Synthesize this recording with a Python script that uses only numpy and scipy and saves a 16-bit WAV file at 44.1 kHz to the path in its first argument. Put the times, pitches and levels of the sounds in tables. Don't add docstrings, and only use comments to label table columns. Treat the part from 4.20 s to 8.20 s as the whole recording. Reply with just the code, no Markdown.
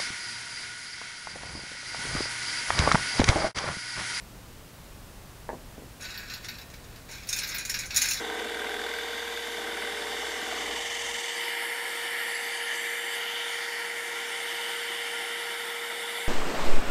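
import sys
import numpy as np
from scipy import signal
from scipy.fft import rfft, irfft, next_fast_len
from scipy.io import wavfile
from scipy.ndimage import uniform_filter1d, map_coordinates

SR = 44100
rng = np.random.default_rng(int(sys.argv[2]) if len(sys.argv) > 2 else 0)


def wrap_up_sound(samples):
    columns = np.atleast_2d(samples).T
    tamed = np.clip(columns, -1, 1)
    steps = np.round(tamed * 32767).astype(np.int16)
    wavfile.write(sys.argv[1], SR, steps)


N = 176400

# pitch_hz, level_db
FIRST_BOUT_MODES = [(1491, 0), (1648, 0.5), (1829, 4.5), (2508, -3), (2577, 2.5), (3869, -1), (3971, 1.5),
                    (4538, -2), (5482, -1), (6760, 5), (12740, -13)]
SECOND_BOUT_MODES = [(1624, -4.5), (1951, -6), (2100, -5.5), (2455, 3), (2762, -17), (3993, -3),
                     (4452, -2.5), (5195, -2), (5392, -1), (5627, 1), (5866, -3), (6163, -12), (6435, -6),
                     (6557, -11), (6684, 3.5), (6933, 0), (8730, -9), (9050, -4), (9308, -10), (10137, -10),
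                     (10471, -5), (12732, -17)]
BOUT_CHANGE_S = 2.8


def amp(db):
    return 10 ** (np.asarray(db) / 20)


def unit(x):
    return x / np.sqrt(np.mean(x ** 2) + 1e-20)


def along(points, hz):
    freqs, values = np.transpose(points)
    return np.interp(np.log(hz + 1), np.log(freqs + 1), values)


def filtered(x, gain):
    size = next_fast_len(len(x) + SR // 4)
    return irfft(rfft(x, size) * gain(np.fft.rfftfreq(size, 1 / SR)), size)[:len(x)]


def causal(gain, size=2048):
    cepstrum = irfft(np.log(np.maximum(gain(np.fft.rfftfreq(size, 1 / SR)), 1e-6)))
    cepstrum[1:size // 2] *= 2
    cepstrum[size // 2 + 1:] = 0
    return irfft(np.exp(rfft(cepstrum)))


def through(x, response):
    return signal.fftconvolve(x, response)[:len(x)]


def add(track, start_s, sound):
    part = track[round(start_s * SR):][:len(sound)]
    part += sound[:len(part)]


def wobble(place):
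    return map_coordinates(rng.standard_normal(int(place.max()) + 4), [place])


def office():
    # frequency_hz, gain_db
    air_spectrum = [(12, -67), (20, 0.5), (53, -1.5), (129, -9), (148, -8), (185, -8.5), (207, -11.5),
                    (238, -11), (416, -16), (549, -15.5), (705, -18), (958, -18.5), (2270, -24),
                    (12100, -31), (15500, -33)]
    # pitch_hz, rms_db
    hum_tones = [(48, -62.5), (120, -59)]
    t = np.arange(N) / SR
    air = amp(-47) * unit(filtered(rng.standard_normal(N), lambda hz: amp(along(air_spectrum, hz))))
    hum = sum(np.sqrt(2) * amp(db) * np.sin(2 * np.pi * (hz * t + rng.random())) for hz, db in hum_tones)
    return air + hum


def taps():
    # start_s, peak_db, cutoff_hz
    pushes = [(1.2911, -22, 1800), (1.331, -25.5, 750), (1.58, -35, 370), (1.6215, -35.5, 415),
              (2.894, -42.5, 1900)]
    # frequency_hz, gain_db
    push_spectrum = [(60, -37), (170, -8), (240, 0), (310, 0.5), (600, 0.5), (900, 2.5), (1100, -2.5),
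                     (1300, -17), (1700, 0.5), (2300, -12), (4000, -63)]
    # delay_s, gain
    desk_echoes = [(.0046, 0.17), (0.0111, 0.45), (.017, .16), (.026, 0.077)]
    # pitch_hz, relative_db, t60_s
    low_modes = [(249.7, -18.5, 0.24), (475, -39.5, 0.55), (513, -21.5, 0.6), (618, -22.5, 0.4),
                 (912, -16, .2)]
    out, t = np.zeros(N), np.arange(SR // 2) / SR
    for start_s, peak_db, cutoff_hz in pushes:
        push = causal(lambda hz: amp(along(push_spectrum, hz)) * soft_touch(hz, cutoff_hz))
        push = amp(peak_db) * push / np.abs(push).max()
        add(out, start_s, push)
        for delay_s, gain in desk_echoes:
            add(out, start_s + delay_s, gain * push)
        for hz, relative_db, t60_s in low_modes:
            envelope = amp(peak_db + relative_db - 60 * t / t60_s) * soft_touch(hz, cutoff_hz)
            add(out, start_s, envelope * np.sin(2 * np.pi * hz * t))
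        add(out, start_s, amp(-4.5) * signal.fftconvolve(push, room_tail()))
    return out


def soft_touch(hz, cutoff_hz):
    return 1 / np.sqrt(1 + (hz / cutoff_hz) ** 6) + 0.043


def room_tail():
    # frequency_hz, t60_s
    decay_times = [(200, 0.19), (2000, 0.17), (6000, 0.1), (14000, 0.11)]
    hz, t, spectra = signal.stft(rng.standard_normal(SR // 2), SR, nperseg=256)
    decay = amp(-60 * t / along(decay_times, hz)[:, None])
    tail = signal.istft(spectra * decay, SR, nperseg=256)[1]
    return np.pad(tail, (SR // 300, 0)) / np.linalg.norm(tail)


def sliding():
    # time_s, level_db
    envelope = [(1.795, -58), (1.81, -45.5), (1.86, -41), (1.95, -42.5), (2.06, -46), (2.17, -41.5),
                (2.225, -52), (2.36, -47.5), (2.46, -60.5), (2.7, -58.5), (2.87, -65), (2.895, -43),
                (2.95, -44.5), (3.05, -53), (3.11, -44), (3.175, -33), (3.26, -40), (3.37, -35.5),
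                (3.44, -44), (3.57, -39), (3.64, -41), (3.69, -48), (3.745, -36.5), (3.78, -33),
                (3.86, -34), (3.95, -36.5), (4, -39)]
    # frequency_hz, gain_db
    first_tilt = [(1100, 14), (1700, 5), (2200, 5.5), (2600, 3), (4000, 1.5), (5400, -5.5), (6500, -10.5),
                  (7400, -6.5), (9500, -21), (11500, -6), (13000, 3), (15500, -7)]
    second_tilt = [(1100, 10), (1700, 8.5), (2500, 3.5), (4000, 3), (6500, -6), (9500, -11), (11500, -7),
                   (13000, 2), (15500, 10)]
    slip_swing_db, slips_per_s = 1.5, 90
    t = np.arange(N) / SR
    first = scrape(FIRST_BOUT_MODES, first_tilt, parts=5)
    second = scrape(SECOND_BOUT_MODES, second_tilt, parts=5)
    level_db = np.interp(t, *np.transpose(envelope)) + slip_swing_db * wobble(slips_per_s * t)
    return np.where(t < BOUT_CHANGE_S, first, second) * amp(level_db) * (t > envelope[0][0])


def scrape(modes, tilt, parts, grains_per_s=1100, spread_db=5):
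    out = np.zeros(N)
    for _ in range(parts):
        grains = (rng.random(N) < grains_per_s / parts / SR) * rng.choice([-1, 1], N)
        strengths = amp(spread_db * np.clip(rng.standard_normal(N), -2, 2))
        out += through(grains * strengths, contact(modes, colour_spread_db=0))
    return unit(filtered(shifting_spots(out), lambda hz: amp(along(tilt, hz))))


def contact(modes, colour_spread_db):
    # frequency_hz, gain_db
    casing = [(300, -30), (1150, -22), (1600, -5.5), (2050, -7), (2550, -2), (3100, -13), (3850, -1.5),
              (4900, -4), (5500, 3.5), (6100, -3), (6700, 4), (7400, -4), (8150, -15.5), (9200, -6),
              (10400, -5), (11600, -13), (12600, -12.5), (13600, -10.5), (14400, -23), (15700, -19.5)]
    crack_t60_s, shiver_t60_s, mode_t60_s = 0.0051, 0.069, 0.5
    rise_s, shiver_cutoff_hz, colour_step_hz = 0.00052, 11300, 300
    t = np.arange(SR // 2) / SR
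    body = causal(lambda hz: amp(
        along(casing, hz) + colour_spread_db * spot_sensitivity(hz) * wobble(hz / colour_step_hz)))
    since_rebound = t - 0.012 * (.5 + rng.random())
    crack = amp(-1 - 60 * t / crack_t60_s)
    rebound = (since_rebound > 0) * amp(-7.5 - 60 * np.abs(since_rebound) / crack_t60_s)
    shiver = filtered(rng.standard_normal(len(t)), lambda hz: 1 / np.hypot(1, (hz / shiver_cutoff_hz) ** 2))
    shiver *= amp(5 - 60 * t / shiver_t60_s)
    strike = ((crack + rebound) * rng.standard_normal(len(t)) + shiver) * (1 - np.exp(-t / rise_s))
    clack = through(strike, body / np.linalg.norm(body))
    pitch_hz, level_db = np.transpose(modes)
    strengths = amp(level_db - 21.5 + 2 * rng.standard_normal(len(modes)))
    tones = np.sin(2 * np.pi * (pitch_hz[:, None] * t + rng.random((len(modes), 1))))
    ring = strengths @ tones * amp(-60 * t / mode_t60_s)
    return clack + ring + amp(-3) * through(clack, room_tail())


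def spot_sensitivity(hz, corner_hz=1900):
    return hz / np.hypot(hz, corner_hz)


def shifting_spots(x, spread_db=2.3):
    hz, _, spectra = signal.stft(x, SR, nperseg=512)
    patches = uniform_filter1d(rng.standard_normal(spectra.shape), size=6, axis=0)
    patches = unit(uniform_filter1d(patches, size=7, axis=1))
    gain = amp(spread_db * spot_sensitivity(hz)[:, None] * patches)
    return signal.istft(spectra * gain, nperseg=512)[1][:N]


def clicks():
    # start_s, middle_db, upper_db, top_db
    impacts = [(1.808, -47, -47.5, -67), (1.822, -57, -42, -71), (1.852, -40, -55, -58),
               (1.903, -43, -47.5, -63), (1.941, -44, -53, -62), (1.975, -37, -72, -40),
               (2.098, -37.5, -52, -49), (2.137, -37, -47, -43), (2.225, -53, -66, -57),
               (2.245, -39, -45.5, -70), (2.285, -34, -48.5, -41.5), (2.384, -44, -59, -46),
               (2.413, -45.5, -58, -51), (2.5, -52, -55, -65), (2.538, -46, -57, -53),
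               (2.64, -55, -58, -73), (2.759, -50, -62, -56), (2.913, -58, -44, -66),
               (3.034, -47.5, -56, -65), (3.071, -45, -54, -43), (3.089, -36.5, -29, -47),
               (3.128, -28.5, -28, -39), (3.162, -48, -38, -34), (3.187, -33.5, -31, -49),
               (3.233, -33, -46, -38), (3.274, -44, -43, -38.5), (3.288, -44, -35.5, -55),
               (3.308, -42, -52, -52), (3.346, -34.5, -48, -33), (3.383, -38, -34.5, -41),
               (3.4509, -38.5, -34, -44), (3.496, -30.5, -29.5, -40), (3.541, -27.5, -38, -37),
               (3.589, -38, -33, -50), (3.609, -42, -46, -48), (3.657, -59, -39.5, -57),
               (3.706, -34.5, -44, -63), (3.744, -35.5, -35.5, -40), (3.761, -30.5, -22.5, -29),
               (3.769, -26.5, -21, -31), (3.8167, -27.5, -22.5, -33), (3.8551, -33.5, -33.5, -37),
               (3.886, -36, -27.5, -42), (3.909, -31, -29, -33), (3.933, -38, -30.5, -39)]
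    trim_db, skid_db, skid_rise_s = -1, -17, 0.0075
    out, attack_samples = np.zeros(N), 530
    shares = band_shares(np.fft.rfftfreq(attack_samples, 1 / SR))
    for start_s, *band_db in impacts:
        modes = FIRST_BOUT_MODES if start_s < BOUT_CHANGE_S else SECOND_BOUT_MODES
        hit = contact(modes, colour_spread_db=2.8)
        band_rms = np.sqrt(2 * shares @ np.abs(rfft(hit[:attack_samples])) ** 2) / attack_samples
        gains = amp(np.array(band_db) + trim_db) / band_rms
        click = through(hit, causal(lambda hz: gains @ band_shares(hz)))
        add(out, start_s, click)
        attack = click[:attack_samples]
        skid = signal.fftconvolve(rng.standard_normal(3 * attack_samples - 1), attack, "valid")
        swell = np.exp(-np.arange(len(skid))[::-1] / SR / skid_rise_s)
        add(out, start_s - len(skid) / SR, amp(skid_db) * attack.std() * unit(skid) * swell)
    return out


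def band_shares(hz, edges_hz=(5390, 13300)):
    middle, below_top = [1 / (1 + (hz / edge) ** 16) for edge in edges_hz]
    return np.array([middle, below_top - middle, 1 - below_top])


def scene():
    return (office() + taps() + sliding() + clicks())[None]


def record(dry, limit_hz=15750):
    return np.array([filtered(x, lambda hz: hz < limit_hz) for x in dry])


dry = scene()
out = record(dry)
wrap_up_sound(out)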